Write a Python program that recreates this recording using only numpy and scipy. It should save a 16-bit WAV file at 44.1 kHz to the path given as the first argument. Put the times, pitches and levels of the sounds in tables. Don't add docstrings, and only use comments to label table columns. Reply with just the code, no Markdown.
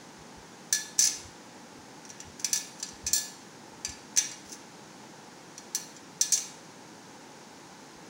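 import sys
import numpy as np
from scipy import signal
from scipy.fft import rfft, irfft
from scipy.io import wavfile

SR = 44100
rng = np.random.default_rng(int(sys.argv[2]) if len(sys.argv) > 2 else 0)


def wav_record(signal):
    frames = np.transpose(np.atleast_2d(signal))
    bounded = np.clip(frames, -1, 1)
    quanta = np.round(bounded * 32767).astype(np.int16)
    wavfile.write(sys.argv[1], SR, quanta)


N = 356769

# (frequency [Hz], relative level [dB])
METAL = [(900, -36), (1350, -27), (1700, -22.5), (2350, -14.5), (3000, -21), (4400, -6.5), (5050, -5.5),
         (5950, 2.5), (6700, -3), (7550, -0.5), (8050, -10.5), (9700, -9), (12000, -21.5), (16000, -21.5)]
HELD_HZ = 5760


def gain_of(db):
    return 10 ** (np.asarray(db) / 20)


def evened(x):
    return x / np.sqrt(np.mean(x ** 2) + 1e-20)


def read(points, hz):
    f, value = np.transpose(points)
    return np.interp(np.log(hz + 1), np.log(f), value)


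def add(mix, s, sound):
    part = mix[max(round(s * SR), 0):][:len(sound)]
    part += sound[:len(part)]


def noise(spectrum, size):
    hz = np.fft.rfftfreq(size, 1 / SR)
    phase = 2 * np.pi * rng.random(len(hz))
    return evened(irfft(gain_of(read(spectrum, hz)) * np.exp(1j * phase), size))


def background(air_db=-50, hiss_db=-56):
    # (frequency [Hz], relative level per Hz [dB])
    air = [(25, -32), (60, -26), (100, -10.5), (165, -1), (230, 0), (320, -0.5), (400, -4.5), (520, -4.5),
           (650, -11), (860, -2), (1150, -12), (1550, -10.5), (2300, -16.5), (5000, -39)]
    hiss = [(1000, -14), (2700, -2.5), (4500, 0.5), (6500, 3), (8000, -6.5), (10000, -9.5), (12000, -20.5),
            (16000, -35)]
    return gain_of(air_db) * noise(air, N) + gain_of(hiss_db) * noise(hiss, N)


def bumps(rise_s=0.018):
    # (time [s], level at the peak of the swell [dB])
    blows = [(0.18, -55), (0.366, -52), (0.698, -60), (0.978, -57), (1.17, -55), (1.245, -51.5),
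             (1.779, -57), (2.245, -48), (2.921, -56), (3.03, -46), (3.099, -56), (3.729, -59),
             (3.875, -46), (4.441, -61), (7.96, -59)]
    # (frequency [Hz], relative level [dB])
    table_top = [(22, -40), (45, -11), (70, 5.5), (105, -2), (160, -3.5), (400, -48), (1500, -68)]
    t, out = np.arange(SR // 2) / SR, np.zeros(N)
    swell = t / rise_s * np.exp(1 - t / rise_s)
    for s, db in blows:
        add(out, s, gain_of(db) * noise(table_top, len(t)) * swell)
    return out


def nearness(hz, favoured_hz, octaves):
    distance = np.log2((hz[:, None] + 1) / favoured_hz)
    return np.exp(-(distance / octaves) ** 2).max(1)


def contact_colour(hz, low_db, top_db):
    return read([(2800, low_db), (4200, 0.012), (7000, 0.0047), (11000, top_db / 2), (15000, top_db)], hz)


def partials(hz, db, t60, t):
    waves = np.sin(2 * np.pi * (hz * t[:, None] + rng.random(len(hz))))
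    decay = np.exp(-np.log(1000) * t[:, None] / t60)
    amplitude = np.sqrt(2) * gain_of(db) / np.linalg.norm(gain_of(db))
    return (waves * decay) @ amplitude


def lesser_modes(favoured_hz, low_db, top_db, size, count=220, uneven_db=4, cluster_db=7):
    hz = 700 + 16000 * (np.arange(count) + rng.random(count)) / count
    cluster = nearness(hz, favoured_hz, octaves=.045)
    db = read(METAL, hz) + contact_colour(hz, low_db, top_db) + cluster_db * cluster
    db += uneven_db * rng.standard_normal(count)
    lines = np.zeros(size // 2 + 1, complex)
    lines[(hz * size / SR).astype(int)] = gain_of(db) * np.exp(2j * np.pi * rng.random(count))
    return evened(irfft(lines, size))


def clink(clash_db, ring_db, low_db, top_db, upper_hz, lower_hz, freedom,
          contact_s=0.0021, clash_t60=0.046, crowd_db=-4, tick_db=-2, tick_t60=0.0093, main_db=-3, ringing_db=-2):
    # (frequency [Hz], relative level [dB], t60 at freedom 1 [s])
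    modes = [ (1723, -13, .42), (2290, -19, .4), (2492, -18, .45), (2848, -21, .4), (3310, -20, .45),
             (3620, -20, .45), (3782, -18, .45), (4156, -16, .35), (4312, -11, .36), (4700, -11, .38),
             (4750, -10, .38), (5100, -13, .36), (5297, -14, .36), (5490, -10, .35), (5742, -7, .3),
             (5877, -1, .33), (5980, -5, .3), (6215, -2, .29), (6246, -2, .29), (6794, -10, .35),
             (6982, -8, .3), (7025, -8, .28), (7300, -5, .26), (7558, -11, .28), (7650, -8, .3),
             (8255, -16, .3), (8830, -13, .26), (9313, -15, .3), (9873, -19, .28), (15100, -20, .06)]
    t = np.arange(int(.6 * SR)) / SR
    favoured_hz = np.array([upper_hz, lower_hz])
    hz, db, t60 = np.transpose(modes)
    db = db + contact_colour(hz, low_db, top_db) + 9 * nearness(hz, favoured_hz, octaves=.025)
    db += 1.5 * rng.standard_normal(len(hz))
    detuned_hz = hz * (1 + .0006 * rng.standard_normal(len(hz)))
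    main = partials(detuned_hz, db, t60 * freedom, t)
    crowd = lesser_modes(favoured_hz, low_db, top_db, size=len(t))

    damping = gain_of(-60 * np.maximum(t - contact_s * freedom, 0) / clash_t60)
    clash = evened((crowd + gain_of(main_db) * main) * damping)
    clash *= np.sqrt(np.mean(damping ** 2))
    tick = noise(METAL, len(t)) * gain_of(tick_db - 60 * t / tick_t60)

    fading = gain_of(-60 * t / (.28 * freedom))
    ring = gain_of(ringing_db) * main + gain_of(crowd_db) * crowd * fading
    onset = 1 - np.exp(-t / 0.0004)
    return (gain_of(clash_db) * (tick + clash) + gain_of(ring_db) * ring) * onset


def landings(count=2):
    # (time [s], relative clash level [dB], relative ring level [dB],
    # low modes [dB], treble [dB], most excited mode of upper plate [Hz], of lower plate [Hz],
    # freedom to ring [factor on t60], time to first bounce [s], loss per bounce [dB])
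    clinks = [ (0.726, -14.5, -29, -2.5, 3, 4200, 1723, 1, 0.02, 7.5),
              (0.9910, -13, -22, -3, 5, 6000, 7650, 0.51, 0.016, 7.5),
              (2.4449, -15.5, -36, 2, 1, 6000, 2290, 0.29, 0.017, 21),
              (2.5300, -18.5, -23, 2, 6, 5920, 4700, 0.52, 0.028, 4),
              (2.8269, -24, -36, -1.5, -12, 4730, 4156, 0.25, 0.036, 16),
              (3.065, -26, -28.5, 0, -4, 6100, 2492, 0.3, 0.008, 0.5),
              (3.1321, -19, -20, -4.5, 12.5, 7300, 4312, 0.93, 0.03, 3),
              (3.848, -24.5, -32, 6.5, -6, 6140, 4750, 0.32, 0.0445, 9.5),
              (4.1732, -16, -24.5, 5.5, -1.5, 6160, 15100, 0.49, 0.0075, 2),
              (5.7482, -20, -34, 1.5, 8, 6100, 4312, 0.29, 0.0065, 6),
              (6.2110, -17.5, -20.5, -3, 0, 5877, 5980, 0.5, 0.0046, 8.5),
              (6.3219, -17, -19.5, -4, 3, 6240, 6700, 0.85, 0.0125, 3)]
    shrink = 0.6
    ring_step_db, low_step_db, top_step_db = -10, -2, -6
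    bounce_freedom = 0.43
    out = np.zeros(N)
    for s, clash_db, ring_db, low_db, top_db, upper_hz, lower_hz, freedom, flight_s, loss_db in clinks:
        add(out, s, clink(clash_db, ring_db, low_db, top_db, upper_hz, lower_hz, freedom))
        for k in range(count):
            s += flight_s * shrink ** k
            clash_db -= loss_db
            add(out, s, clink(clash_db, clash_db + ring_step_db, low_db + low_step_db, top_db + top_step_db,
                              upper_hz, HELD_HZ, bounce_freedom))
    return out


def taps(ring_db=-17.5, low_db=7.5, top_db=-6, freedom=0.29):
    # (time [s], relative clash level [dB], most excited mode [Hz])
    touches = [(0.983, -32, 6215), (2.051, -40.5, 6300), (2.092, -42, 6215), (2.101, -35, 4156),
               (2.2023, -32.5, 7300), (2.3960, -34.5, 5700), (2.799, -36.5, 4156), (2.888, -37, 4660),
               (4.163, -25.5, 6060), (4.3152, -33.5, 4750), (4.531, -38, 3782), (5.5790, -33.5, 4312),
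               (5.9645, -40, 7160), (6.376, -25, 2848)]
    out = np.zeros(N)
    for s, db, hz in touches:
        add(out, s, clink(db, db + ring_db, low_db, top_db, hz, HELD_HZ, freedom))
    return out


def slides(catches_per_s=700, ring_t60=0.029, level_db=-3):
    # (time [s], relative level [dB])
    strokes = [
        [(0.99, -32), (1.005, -28), (1.075, -23.5), (1.09, -48)],
        [(2.38, -75), (2.40, -43), (2.42, -50), (2.44, -70)],
        [(2.76, -62), (2.80, -47), (2.85, -57), (2.92, -70)],
        [(4.45, -58), (4.50, -48.5), (4.53, -38.5), (4.56, -61)],
    ]
    t, out = np.arange(N) / SR, np.zeros(N)
    catches = rng.standard_normal(N) * (rng.random(N) < catches_per_s / SR)
    ring = noise(METAL, size=4096)
    ring = ring * gain_of(-60 * t[:len(ring)] / ring_t60)
    scrape = evened(signal.oaconvolve(catches, ring)[:N])
    for stroke in strokes:
        s, db = np.transpose(stroke)
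        during = (t > s[0]) * (t < s[-1])
        out += scrape * gain_of(level_db + np.interp(t, s, db)) * during
    return out


def rocking(count=4, start_s=1.0218, period_s=0.017, clash_db=-19.5, ring_db=-29, settle_db=17):
    # (low modes [dB], treble [dB], upper plate [Hz], lower plate [Hz],
    # freedom [factor on t60])
    tone = (0, -5, 5100, 6215, 1.5)
    out = np.zeros(N)
    for k in range(count):
        add(out, start_s + k * period_s, clink(clash_db, ring_db - k * settle_db, *tone))
    return out


def plates(level_db=-3):
    return gain_of(level_db) * (landings() + rocking() + taps())


def room(x, wet_db=-3, first_s=0.0048):
    # (frequency [Hz], t60 [s], relative level [dB])
    room_bands = [(200, 0.57, 15.5), (1690, 0.49, 8), (3320, 0.63, 6), (5970, 0.44, -1), (9000, 0.55, -0.5),
                  (15000, 0.35, 1.5)]
    hz, t, z = signal.stft(rng.standard_normal(SR), SR, nperseg=256)
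    band_hz, t60, db = np.transpose(room_bands)
    t60 = np.interp(hz, band_hz, t60)[:, None]
    db = np.interp(hz, band_hz, db)[:, None]
    tail = signal.istft(z * gain_of(db - 60 * t / t60), SR, nperseg=256)[1]
    tail *= np.clip(np.arange(len(tail)) / SR / first_s - .5, 0, 1)
    return x + gain_of(wet_db) * signal.fftconvolve(x, tail / np.linalg.norm(tail))[:N]


def scene():
    return (background() + bumps() + room(plates() + slides()))[None]


def record(dry, edge_hz=16600):
    # (frequency [Hz], gain [dB])
    microphone = [(11600, 0), (12500, 3), (13300, -18), (13900, -4), (14500, 6.5), (15200, 3), (15700, 7),
                  (16100, -22)]
    response = gain_of(read(microphone, np.fft.rfftfreq(N, 1 / SR)))
    heard = irfft(rfft(dry) * response, N)
    band_limit = signal.firwin(255, edge_hz, window=("kaiser", 8), fs=SR)
    return signal.oaconvolve(heard, band_limit[None], "same")


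dry = scene()
out = record(dry)
wav_record(out)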